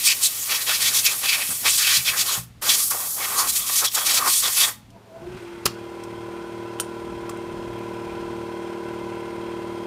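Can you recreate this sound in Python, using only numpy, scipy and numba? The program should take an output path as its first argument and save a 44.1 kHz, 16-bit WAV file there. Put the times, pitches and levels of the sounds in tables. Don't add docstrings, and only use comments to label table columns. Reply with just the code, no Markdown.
import sys
import numpy as np
from scipy import signal
from scipy.fft import rfft, irfft, next_fast_len
from scipy.io import wavfile
from scipy.ndimage import uniform_filter1d
from numba import njit

SR = 44100
rng = np.random.default_rng(int(sys.argv[2]) if len(sys.argv) > 2 else 0)


def dump_mix(stems):
    frames = np.atleast_2d(stems).T
    limited = np.clip(frames, -1, 1)
    pcm = np.round(limited * 32767).astype(np.int16)
    wavfile.write(sys.argv[1], SR, pcm)


def amplitude_ratio(level_db):
    exponent = np.asarray(level_db, float) / 20
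    return 10 ** exponent


N = 434826
T = np.arange(N) / SR

# (open t/s, release t/s, free jet level/dB, hollows level/dB)
BLASTS = [
    (-.1, 2.384, -28, -49.5),
    (2.61, 4.69, -27, -47),
]
VALVE_OPEN_S, BLEED_DB_PER_S = 0.015, 319
# (f/Hz, level/dB per Hz)
FREE_SPECTRUM = [(290, -44.5), (500, -22), (698, -17.5), (1640, -9.5), (1870, -4), (3060, -0.5), (11300, 6),
                 (14700, 3), (16000, 2.5)]
# (middle t/s, length/s, level/dB, centre f/Hz)
BRACKET_STRIKES = [(0.028, 0.065, -28, 4890), (0.065, 0.041, -16, 4680), (0.109, 0.041, -18, 3360),
                   (0.249, 0.05, -18.5, 6600), (0.513, 0.037, -22, 2850), (0.561, 0.035, -22, 3670),
                   (0.617, 0.028, -26, 4240), (0.699, 0.053, -19.5, 3050), (0.755, 0.062, -24, 3880),
                   (0.859, 0.09, -19.5, 3880), (0.968, 0.066, -18, 5480), (1.066, 0.025, -18, 4380),
                   (1.086, 0.1, -24, 3950), (1.25, 0.03, -22, 2830), (1.26, 0.006, -21, 3500),
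                   (1.295, 0.03, -21, 3400), (1.338, 0.032, -20.5, 2840), (1.36, 0.3, -28.5, 3200),
                   (1.678, 0.046, -16.5, 3500), (1.767, 0.12, -19, 5460), (1.903, 0.16, -18, 3580),
                   (1.962, 0.043, -18.5, 4400), (2.088, 0.057, -20, 3110), (2.2, 0.05, -18, 4430),
                   (2.31, 0.097, -23.5, 4400)]
# (middle t/s, length/s, level/dB, centre f/Hz)
CALIPER_STRIKES = [(2.676, 0.096, -23.5, 4200), (2.701, 0.014, -14, 4090), (2.722, 0.063, -18.5, 4760),
                   (2.815, 0.12, -20.5, 7450), (2.912, 0.014, -20, 8640), (2.925, 0.03, -27.5, 7000),
                   (3.241, 0.033, -25, 3180), (3.396, 0.058, -22, 6510), (3.404, 0.29, -34.5, 6770),
                   (3.493, 0.032, -20, 7490), (3.533, 0.024, -25.5, 7430), (3.568, 0.026, -20, 7600),
                   (3.59, 0.035, -26, 8500), (3.687, 0.042, -25, 6200), (3.771, 0.1, -21.5, 6400),
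                   (3.778, 0.03, -18.5, 6270), (3.854, 0.022, -17.5, 5460), (3.92, 0.012, -20.5, 5000),
                   (3.954, 0.013, -17, 5870), (3.981, 0.066, -25.5, 5150), (4.07, 0.018, -18, 5200),
                   (4.095, 0.071, -19, 4200), (4.152, 0.028, -19.5, 6000), (4.175, 0.03, -17, 4370),
                   (4.288, 0.041, -22, 4900), (4.336, 0.14, -19, 6450), (4.452, 0.069, -21, 4440),
                   (4.52, 0.08, -27, 7000), (4.605, 0.13, -23.5, 4800), (4.607, 0.059, -16.5, 4670)]
SPRAY_DB, SPRAY_HZ, SPRAY_TILT = -4, 6000, 0.75
ROAR_DB, BUFFET_DB, BUFFET_FOLLOW = -1.5, -48.5, 0.68
# (middle t/s, length/s, level/dB)
CROSSINGS = [(0.098, 0.078, -62), (0.529, 0.077, -37.5), (0.613, 0.054, -46), (0.696, 0.034, -30.5),
             (0.872, 0.18, -39), (1.113, 0.081, -39), (1.243, 0.04, -36.5), (1.386, 0.11, -37.5),
             (1.516, 0.051, -41.5), (1.663, 0.042, -28.5), (1.888, 0.24, -48), (2.142, 0.11, -37),
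             (2.316, 0.16, -37.5), (2.603, 0.21, -30), (2.919, 0.015, -26), (2.94, 0.04, -36.5),
             (3.7, 0.0073, -32.5), (3.227, 0.098, -33.5), (3.32, 0.048, -34.5), (3.411, 0.11, -31),
             (3.716, 0.038, -47), (3.839, 0.038, -28.5), (3.978, 0.023, -27.5), (4.068, 0.17, -36),
             (4.227, 0.12, -31.5), (4.275, 0.028, -23.9), (4.47, 0.063, -31.5), (4.643, 0.12, -34.5),
             (3.0, 0.11, -37.5)]
# (middle t/s, length/s, level/dB, thinning 0-1)
SHADOWS = [(0.35, 0.13, 0, 0), (1.584, 0.048, 0.5, .5), (1.2, 0.034, 2, 0.3), (1.472, 0.045, 0, 0.4),
           (2.861, 0.089, -1.5, 0.9), (2.985, 0.13, 1.4, 0.5), (3.168, 0.046, 0.5, 0.3),
           (3.52, 0.05, 1.2, .6), (3.118, 0.11, 2.5, 0.9), (3.647, 0.032, -2, 0), (3.904, 0.052, -10, 0.57),
           (4.383, 0.11, 0, 0.84)]
SHADOW_HOLLOW_RATIO = 1.4
# (f/Hz, width/Hz, level/dB)
BRACKET_MODES = [(1100, 1400, 0)]
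# (f/Hz, width/Hz, level/dB)
CUP_MODES = [(1150, 760, 4), (807, 330, -13), (1900, 220, -11)]
CUP_FROM_S = 2.75
# (start t/s, length/s, f/Hz, level/dB)
HOLES = [(0.05, 0.095, 2400, -23), (0.063, 0.082, 4630, -22), (0.23, 0.059, 3900, -25),
         (1.045, 0.074, 2600, -26), (1.22, 0.21, 2470, -29), (1.65, 0.04, 2240, -21.5),
         (2.073, 0.035, 2300, -25), (2.275, 0.049, 1080, -38), (2.685, 0.028, 3600, -19.5),
         (2.747, 0.13, 1180, -43.5), (2.904, 0.011, 1360, -33.5), (3.55, 0.27, 1140, -42.5),
         (3.55, 0.12, 3350, -40), (3.183, 0.092, 2000, -34.5), (3.353, 0.088, 1120, -23),
         (3.359, 0.066, 4400, -30.5), (3.357, 0.083, 6700, -27), (3.354, 0.077, 9340, -25),
         (3.83, 0.075, 3420, -29.5), (3.93, 0.2, 3330, -37.5), (0.08, 0.06, 2900, -25.5),
         (0.83, 0.065, 3300, -29), (1.28, 0.03, 4500, -26), (2.27, 0.057, 4250, -29),
         (4.62, 0.06, 1880, -32.5), (4.44, 0.05, 1880, -33), (4.18, 0.13, 1150, -29.5),
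         (4.433, 0.044, 3500, -22.5), (4.46, 0.31, 1890, -42), (4.596, 0.069, 3500, -22)]
# (middle t/s, length/s, f/Hz, level/dB)
SKIMS = [(0.02, 0.046, 2600, -37), (0.109, 0.054, 7500, -25), (0.252, 0.048, 8100, -20),
         (0.42, 0.073, 7000, -33), (0.602, 0.06, 1900, -38), (0.92, 0.04, 1600, -36.5),
         (1.068, .018, 5400, -21), (3.4, .025, 5000, -25), (1.052, .02, 12500, -22),
         (1.42, .17, 10000, -30), (1.17, .1, 10500, -32), (1.03, .03, 9000, -30),
         (1.419, 0.038, 2490, -29.5), (1.53, 0.08, 9000, -29.5), (1.702, 0.04, 8000, -19),
         (1.774, 0.053, 8200, -21.5), (1.811, 0.06, 1710, -31.5), (1.91, 0.12, 1650, -32.5),
         (2.3, 0.053, 1150, -34.5), (1.4, 0.04, 750, -41), (1.96, 0.05, 4300, -24.5),
         (2.144, 0.058, 1600, -33), (2.848, 0.093, 11000, -27), (2.908, 0.02, 11500, -24),
         (3.049, 0.076, 724, -40.5), (2.971, 0.07, 704, -41), (3.199, 0.06, 760, -37),
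         (3.45, 0.062, 750, -39), (0.82, 0.03, 9000, -25.5), (0.701, 0.03, 800, -36),
         (3.39, 0.05, 12500, -31), (3.576, 0.06, 11000, -26.5), (3.74, 0.07, 12000, -28),
         (3.79, 0.05, 9000, -29), (3.886, 0.0095, 5500, -26.5), (4.132, 0.04, 700, -38.5),
         (4.3, 0.06, 12000, -25), (4.371, 0.094, 8500, -23), (4.596, 0.069, 10500, -20),
         (4.658, 0.066, 8000, -28.5)]
HOLE_Q, SKIM_Q = 7.0, 2.6
# (delay/ms, gain)
ECHOES = [(.86, .13), (1.37, -.14), (2.65, .22), (3.83, .08), (5.9, -.1), (8.3, .1)]
ROOM_T60_S, ROOM_DB = 0.2, -18.5
LATE_T60_S, LATE_DB = 0.5, -32

# (t/s, level/dB)
HUM_LEVEL = [(0, -83), (.2, -51), (1.1, -49.5), (3.3, -51), (3.55, -70), (3.8, -49.5), (4.9, -50),
             (5.3, -46.5), (6.5, -42), (9.86, -53.5)]
HUM_HZ = 112.6
# (f/Hz, level/dB per Hz)
RUMBLE_SPECTRUM = [(15, -47.5), (25, 1), (129, -3.5), (162, -4), (287, -6.5), (330, -25), (430, -31.5),
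                   (730, -120)]
# (f/Hz, level/dB per Hz)
AIR_SPECTRUM = [(180, -33.5), (300, -2.5), (1200, -11), (2930, -13), (12100, -26), (14500, -27.5),
                (16000, -34)]
RUMBLE_DB, RUMBLE_LIFT_DB, AIR_DB, AIR_LIFT_DB = -55, 5, -57.5, 5
RECOVER_FROM_S, RECOVER_S = 5.0, .2

# (t/s, peak level/dB, f/Hz, T60/s)
THUMPS = [(1.491, -23.5, 174, 0.1), (1.618, -37, 229, 0.17), (1.973, -26, 127.5, 0.3),
          (2.095, -28, 110, 0.18), (2.191, -30.5, 169, 0.16), (2.377, -23, 122.2, 0.35),
          (2.505, -31, 117, 0.15), (2.68, -30, 238, 0.11), (5.259, -30, 60.3, 0.2), (5.29, -25, 130, 0.12),
          (5.345, -20, 150, 0.06), (5.656, -17, 125, 0.13), (6.799, -24, 500, .03)]

# (start t/s, end t/s, from f/Hz, to f/Hz, level/dB)
SINGING = [(4.74, 4.84, 870, 830, -58), (4.9, 5.0, 680, 670, -55), (5.07, 5.32, 655, 675, -44),
           (5.2, 5.38, 680, 720, -54), (5.2, 5.41, 340, 375, -36.5), (4.88, 5.2, 190, 200, -54),
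           (4.94, 4.99, 970, 920, -54), (5.17, 5.26, 800, 830, -55), (5.12, 5.4, 110, 215, -50),
           (5.38, 5.47, 395, 385, -44), (5.44, 5.66, 900, 880, -52)]
# (t/s, clatter level/dB)
PULL_UP = [(4.8, -69), (4.948, -60), (4.956, -51.5), (5.044, -54.5), (5.122, -51.5), (5.228, -48.5),
           (5.38, -59)]
# (t/s, level/dB)
DRONE = [(5.385, -35), (5.43, -38.5), (5.6, -42), (6.09, -39.5), (7.81, -36.5), (8.07, -36), (9.86, -36)]
# (t/s, turns f/Hz)
CRANK = [(5.3, 19.2), (5.6, 19.14), (5.9, 19.06), (8.0, 19.046), (9.86, 19.04)]
STROKES = [(1, -27), (2, -21), (3, -13), (4, -27), (5, -8.5), (6, -11), (7, -18), (8, -16), (9, 2),
           (10, -5), (11, -26), (12, -5.5), (13, -19.5), (14, -17.5), (15, -15.5), (16, -13.5), (17, -21.5),
           (18, -26), (19, -28), (20, -21), (21, -12.5), (22, -22), (23, -25), (24, -16.5), (25, -19.5),
           (26, -7.5), (27, -12.5), (28, -19.5), (2.5, -25), (3.5, -26), (7.5, -25), (9.5, -18.5),
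           (10.5, -20.5), (13.5, -19.5), (15.5, -17.5), (16.5, -25), (18.5, -24), (21.5, -26),
           (25.5, -17.5), (26.5, -15.5), (27.5, -22.5)]
# (f/Hz, level/dB)
WHINES = [(1087, -59), (1670, -63), (1217, -57), (1348, -54), (1373, -53), (1507, -55.5), (2093, -56.5),
          (3220, -59), (4350, -67), (5125, -65.5)]
# (f/Hz, level/dB per Hz)
CLATTER_SPECTRUM = [(18, -55), (30, -34), (194, -10), (287, -18), (345, -9), (512, -14), (866, -15),
                    (988, -13), (1160, -19), (1350, -19), (1910, -22), (8980, -36), (13700, -47),
                    (16000, -72)]
# (f/Hz, width/Hz, level/dB)
CASING_MODES = [(1380, 50, -27), (1473, 35, -5.0), (2090, 29, -32), (3297, 54, -16.5), (5120, 16, -12),
                (5950, 38, -27), (8680, 120, -14), (2440, 180, -24), (3170, 89, -26), (3950, 110, -15.5),
                (5840, 45, -22), (13300, 200, -23), (12000, 200, -27)]
CLATTER_DB, CLATTER_FOLLOW = -55, 0.69

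# (t/s, peak level/dB, crack centre f/Hz, crack T60/s, ring f/Hz)
CLICKS = [(5.657, -11.5, 420, .015, 405), (4.904, -46, 6000, .03, 3100), (5.6566, -11.5, 4700, 0.019, 5000),
          (5.6625, -9.5, 2100, 0.022, 1110), (5.658, -9.5, 4620, .006, 4580),
          (5.663, -14.5, 1300, 0.041, 1370), (5.676, -20, 5000, .02, 3000),
          (6.037, -34.5, 6200, 0.039, 5420), (7.79, -46, 10500, .02, 10600), (7.65, -50, 8000, .02, 7400),
          (6.8, -11.5, 8200, .017, 9330), (6.7988, -17, 1500, 0.0079, 3060),
          (6.805, -20, 7500, 0.049, 8500), (7.293, -36.5, 6800, 0.1, 5000), (7.294, -20, 1200, 0.01, 1130),
          (7.2965, -29, 8500, .02, 7300), (6.845, -38, 5000, .02, 9400), (6.789, -34, 2500, .01, 3000),
          (6.799, -19.5, 870, 0.012, 1330), (6.801, -29, 12000, .02, 10900),
          (7.297, -37, 14000, .015, 8500), (7.372, -43, 9200, .03, 8700), (5.6615, -12, 5500, .012, 2400)]
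RING_DB, RING_T60_S, TUBE_HZ, TUBE_T60_S = -14.5, 0.039, 9000, .09
# t/s, length/s, level/dB, centre f/Hz
POP = (5.6542, .011, -17.5, 10000)

TOP_HZ, SHELF_HZ, SHELF_DB, BOTTOM_HZ, EDGE_HZ = 15770, 15300, -13, 55, 40


def noise(n=N):
    return rng.standard_normal(n)


def unit(x):
    return x / np.sqrt(np.mean(x ** 2))


def columns(rows):
    s, *cols = np.transpose(rows)
    return [np.interp(T, s, c) for c in cols]


@njit
def svf(x, hz, q):
    y, b, l = np.empty(len(x)), 0., 0.
    for i in range(len(x)):
        g = np.tan(np.pi * hz[i] / SR)
        v = (b + g * (x[i] - l)) / (1 + g * (g + 1 / q))
        b, l, y[i] = 2 * v - b, l + 2 * g * v, v / q
    return y


def band(x, hz, width_hz):
    centre_hz = np.full(len(x), min(1. * hz, .4 * SR))
    return svf(x, centre_hz, max(hz / width_hz, .2))


def walk(rate_hz):
    k = int(SR / rate_hz)
    held = np.repeat(noise(N // k + 1), k)
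    return 1.26 * uniform_filter1d(held, k)[:N]


def coloured(points, white=None):
    hz, db = np.transpose(points)
    f = np.maximum(np.arange(N // 2 + 1) * SR / N, 1)
    white = noise() if white is None else white
    return unit(irfft(rfft(white) * amplitude_ratio(np.interp(np.log(f), np.log(hz), db)), N))


def resonant(modes, widen=1.):
    air = noise()
    return unit(sum(amplitude_ratio(db) * band(air, hz, widen * width_hz) for hz, width_hz, db in modes))


def dwell(s, length_s):
    return np.exp(-np.abs((T - s) / (length_s / 2)) ** 3)


def thinning():
    return np.clip(sum(share * dwell(s, length_s) for s, length_s, _, share in SHADOWS), 0, 1)


def aim():
    valve_db, free, cup = -200, 0, 0
    for t0, t1, free_db, cup_db in BLASTS:
        rising_db = 20 * np.log10(np.clip((T - t0) / VALVE_OPEN_S, 1e-5, 1) ** 2)
        valve_db = np.maximum(valve_db, rising_db - BLEED_DB_PER_S * np.maximum(T - t1, 0))
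        free = np.where(T > t0, amplitude_ratio(2 * free_db), free)
        cup = np.where(T > t0, amplitude_ratio(2 * cup_db), cup)
    roar = amplitude_ratio(2 * -45)
    pitch = roar * np.log(SPRAY_HZ)
    for s, length_s, db, hz in BRACKET_STRIKES + CALIPER_STRIKES:
        power = amplitude_ratio(2 * db) * dwell(s, length_s)
        roar = roar + power
        pitch = pitch + power * np.log(hz)
        free = free + amplitude_ratio(2 * SPRAY_DB) * (hz / SPRAY_HZ) ** SPRAY_TILT * power
    crossing = sum(amplitude_ratio(2 * db) * dwell(s, length_s) for s, length_s, db in CROSSINGS)
    shadow_db = sum(db * dwell(s, length_s) for s, length_s, db, _ in SHADOWS)
    cup_db = 10 * np.log10(cup + crossing) + SHADOW_HOLLOW_RATIO * shadow_db - 8 * thinning()
    buffet_db = BUFFET_DB + BUFFET_FOLLOW * (cup_db + 41)
    open_db = valve_db + shadow_db
    free_db = 10 * np.log10(free) + open_db
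    strike_db = 10 * np.log10(roar) + ROAR_DB + open_db
    return free_db, strike_db, np.exp(pitch / roar), cup_db + valve_db, buffet_db + valve_db


def free_hiss(free_db, eddies):
    hiss = amplitude_ratio(free_db + 1.0 + 0.58 * eddies) * coloured(FREE_SPECTRUM)
    return hiss - thinning() * band(hiss, 2500, 5500)


def strike_roar(free_db, strike_db, strike_hz, eddies):
    extra = np.sqrt(np.maximum(amplitude_ratio(2 * strike_db) - 0.21 * amplitude_ratio(2 * free_db), 0))
    centre_hz = np.clip(strike_hz * (1 + .05 * walk(30)), 1500, 9000)
    roar = svf(svf(noise(), centre_hz, 0.64), centre_hz, 0.61)
    for ratio in (.65, 1.0, 1.5):
        patch_hz = np.clip(ratio * centre_hz * (1 + .1 * walk(12)), 1000, 14000)
        roar += amplitude_ratio(-2 + 3.5 * walk(30)) * svf(noise(), patch_hz, 8.)
    roar /= np.sqrt(uniform_filter1d(roar ** 2, size=4000))
    return extra * amplitude_ratio(1.3 * eddies + .8 * walk(60)) * roar


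def hollow_ring(cup_db, eddies):
    hollow = np.where(T > CUP_FROM_S, resonant(CUP_MODES), resonant(BRACKET_MODES))
    flutter = amplitude_ratio(1.5 * eddies + 1.5 * walk(40))
    return amplitude_ratio(cup_db) * flutter * unit(band(hollow, 1150, 1300))


def low_buffet(buffet_db):
    low = unit(band(band(noise(), 550, 960), 480, 1200))
    return amplitude_ratio(buffet_db + 2.0 * walk(30)) * low


def hole_rings(eddies):
    out = np.zeros(N)
    sliding = 1 + .05 * walk(25)
    for s, length_s, hz, db in HOLES:
        near = slice(int(s * SR), int((s + length_s) * SR))
        ring_hz = hz * sliding[near.start:][:SR // 2]
        air = svf(noise(SR // 2), ring_hz, HOLE_Q)
        ring = unit(band(air, hz, 2 * hz / HOLE_Q))[:len(T[near])]
        out[near] += amplitude_ratio(db + 2 * eddies[near]) * np.sqrt(np.hanning(len(ring))) * ring
    return out


def skim_rushes(eddies):
    out = np.zeros(N)
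    for s, length_s, hz, db in SKIMS:
        near = slice(max(int((s - length_s) * SR), 0), int((s + length_s) * SR))
        rush = band(noise(SR // 2), hz, hz / SKIM_Q)
        rush = unit(band(rush, hz, 2 * hz / SKIM_Q))[:len(T[near])]
        out[near] += amplitude_ratio(db + 1.5 * eddies[near]) * dwell(s, length_s)[near] * rush
    return out


def jet():
    free_db, strike_db, strike_hz, cup_db, buffet_db = aim()
    eddies = walk(90)
    out = free_hiss(free_db, eddies) + strike_roar(free_db, strike_db, strike_hz, eddies)
    out += hollow_ring(cup_db, eddies) + low_buffet(buffet_db)
    return out + hole_rings(eddies) + skim_rushes(eddies)


def garage():
    lift = 1 - np.exp(-np.maximum(T - RECOVER_FROM_S, 0) / RECOVER_S)
    hum = np.sqrt(2) * np.sin(2 * np.pi * np.cumsum(HUM_HZ * (1 + 0.0096 * walk(9))) / SR)
    hum_db = columns(HUM_LEVEL)[0] - 7.0 + 2.0 * walk(4.6)
    rumble_db = RUMBLE_DB + RUMBLE_LIFT_DB * lift + 2 + 2.7 * walk(5.6)
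    air_db = AIR_DB - 1.5 + AIR_LIFT_DB * lift + 0.4 * walk(7.0)
    return amplitude_ratio(hum_db) * hum + amplitude_ratio(rumble_db) * coloured(RUMBLE_SPECTRUM) + amplitude_ratio(air_db) * coloured(AIR_SPECTRUM)


def thumps():
    out, t = np.zeros(N + SR), T[:SR // 2]
    for s, db, hz, t60_s in THUMPS:
        body = np.sin(2 * np.pi * hz * t)
        body += 0.54 * np.sin(2 * np.pi * 1.42 * hz * t)
        body += 0.43 * np.sin(2 * np.pi * 0.52 * hz * t)
        onset = 1 - np.exp(-t / 0.0013)
        out[int(s * SR):][:len(t)] += amplitude_ratio(db - 8.0 - 60 * t / t60_s) * onset * body
    return out[:N]


def part_songs():
    out = np.zeros(N)
    for t0, t1, hz0, hz1, db in SINGING:
        way = np.clip((T - t0) / (t1 - t0), 0, 1)
        hz = (hz0 + (hz1 - hz0) * way) * (1 + .012 * walk(70))
        tone = np.sin(2 * np.pi * np.cumsum(hz) / SR)
        out += amplitude_ratio(db + 3 * walk(45)) * np.sqrt(np.sin(np.pi * way) + 1e-12) * tone
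    return out


def stroke_lines(turn, since_s):
    lines = 0
    for k, db in STROKES[1:]:
        if k in (3, 9):
            settled = np.clip(since_s / .04 - .5, 0, 1)
        else:
            settled = np.minimum(since_s / (.25 + .012 * k), 1) ** 1.3
        turned = -2 if k % 1 else np.pi / 2 * (k < 7.5) + (3 - .8 * (k - 13)) * (k > 12.5)
        lag = 1.75 * k + turned + .05 * noise(None)
        if k >= 24:
            lag = .5 + 6.1 * (k - 26) - 1.6 * (k - 26) ** 2
        lines = lines + settled * amplitude_ratio(db + .5 * walk(7)) * np.cos(2 * k * turn + lag)
    return lines


def valve_clatter(turn):
    one_turn = noise(2316)
    repeating = one_turn[(turn / (2 * np.pi) % 1 * len(one_turn)).astype(int)]
    clatter = coloured(CLATTER_SPECTRUM, noise() + 0.25 * repeating)
    clatter += amplitude_ratio(-13.5) * resonant(CASING_MODES, widen=1.4)
    panels = sum(amplitude_ratio(-2 + 3.5 * walk(20)) * band(clatter, hz, 220) for hz in (1500, 2100, 2450, 2650, 3200))
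    return clatter + panels


def motor_whines():
    return sum(amplitude_ratio(db + 46.5 + 2.5 * walk(25)) * np.sin(2 * np.pi * hz * T + 2.0 * walk(18))
               for hz, db in WHINES)


def compressor():
    drone_db = columns(DRONE)[0]
    clatter_db = CLATTER_DB + CLATTER_FOLLOW * (drone_db + 39.5)
    turn = 2 * np.pi * np.cumsum(columns(CRANK)[0] * (1 + .0004 * walk(4))) / SR - 1.4
    since_s = np.maximum(T - DRONE[0][0] + .02, 0)
    clatter = valve_clatter(turn)
    dull = unit(band(band(clatter, 500, 900), 600, 1100))
    pulling = (T > PULL_UP[0][0]) * np.clip(1 - since_s / .2, 0, 1) * dull
    puffs = 1 + .15 * np.cos(2 * turn) + .12 * np.cos(turn)
    running = np.clip((T - 4.98) / .42, 0, 1) ** 2 * puffs * clatter
    out = part_songs() + amplitude_ratio(columns(PULL_UP)[0] - 0.5) * pulling
    out += amplitude_ratio(drone_db + 2.0) * stroke_lines(turn, since_s) + amplitude_ratio(clatter_db + 7.5) * running
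    return out + amplitude_ratio(clatter_db + 5.5) * np.minimum(since_s / 0.22, 1) * motor_whines()


def clicks():
    out, t = np.zeros(N + SR), T[:SR // 2]
    for s, db, hz, t60_s, ring_hz in CLICKS:
        crack = unit(band(band(noise(len(t)), hz, 1.2 * hz), hz, 3 * hz))
        ring = 1.87 * amplitude_ratio(-900 * t) * np.sin(2 * np.pi * 1.017 * ring_hz * t)
        ring += np.sin(2 * np.pi * 0.997 * ring_hz * t)
        ring += 0.31 * np.sin(2 * np.pi * 0.95 * ring_hz * t)
        ring_t60_s = TUBE_T60_S if abs(ring_hz - TUBE_HZ) < 600 else RING_T60_S
        click = amplitude_ratio(db - 6 - 60 * t / t60_s) * crack + amplitude_ratio(db + RING_DB - 60 * t / ring_t60_s) * ring
        out[int(s * SR):][:len(t)] += click
    return out[:N]


def coupler_pop():
    out, t = np.zeros(N), T[:SR // 2]
    s, length_s, db, hz = POP
    blast = np.clip(t / 0.0024, .3, 1) * amplitude_ratio(-60 * np.maximum(t - length_s, 0) / 0.019)
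    out[int(s * SR):][:len(t)] += amplitude_ratio(db) * blast * unit(band(noise(len(t)), hz, 3.2 * hz))
    return out


def reverb(near, hz, width_hz, t60_s, gap_s):
    t = T[:SR // 2]
    tail = band(noise(len(t)), hz, width_hz) * amplitude_ratio(-60 * t / t60_s) * (t > gap_s)
    return signal.fftconvolve(near, tail / np.sqrt(np.sum(tail ** 2)))[:N]


def scene():
    near = jet()
    dull = band(near, 2000, 3500)
    near = near + sum(gain * np.roll(dull, int(round(ms * SR / 1000))) for ms, gain in ECHOES)
    near = near + thumps() + clicks() + coupler_pop()
    room = reverb(near, 1670, 6800, ROOM_T60_S, .006)
    late = reverb(near, 1300, 2500, LATE_T60_S, .03)
    mono = near + amplitude_ratio(ROOM_DB) * room + amplitude_ratio(LATE_DB) * late + compressor() + garage()
    return np.array([mono, mono])


def top_cut(x):
    return signal.sosfilt(signal.butter(12, 16630, fs=SR, output="sos"), x)


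def record(dry):
    dry = signal.sosfilt(signal.butter(2, BOTTOM_HZ, "high", fs=SR, output="sos"), dry)
    dry = np.tanh(dry / 1.4) * 1.4
    size = next_fast_len(N + SR // 2)
    hz = np.arange(size // 2 + 1) * SR / size
    above = lambda edge_hz: (1 + np.tanh((hz - edge_hz) / EDGE_HZ)) / 2
    response = amplitude_ratio(SHELF_DB * above(SHELF_HZ)) * (1 - above(TOP_HZ))
    mix = irfft(rfft(dry, size) * response, size)[:, :N]
    return top_cut(mix)


dry = scene()
out = record(dry)
dump_mix(out)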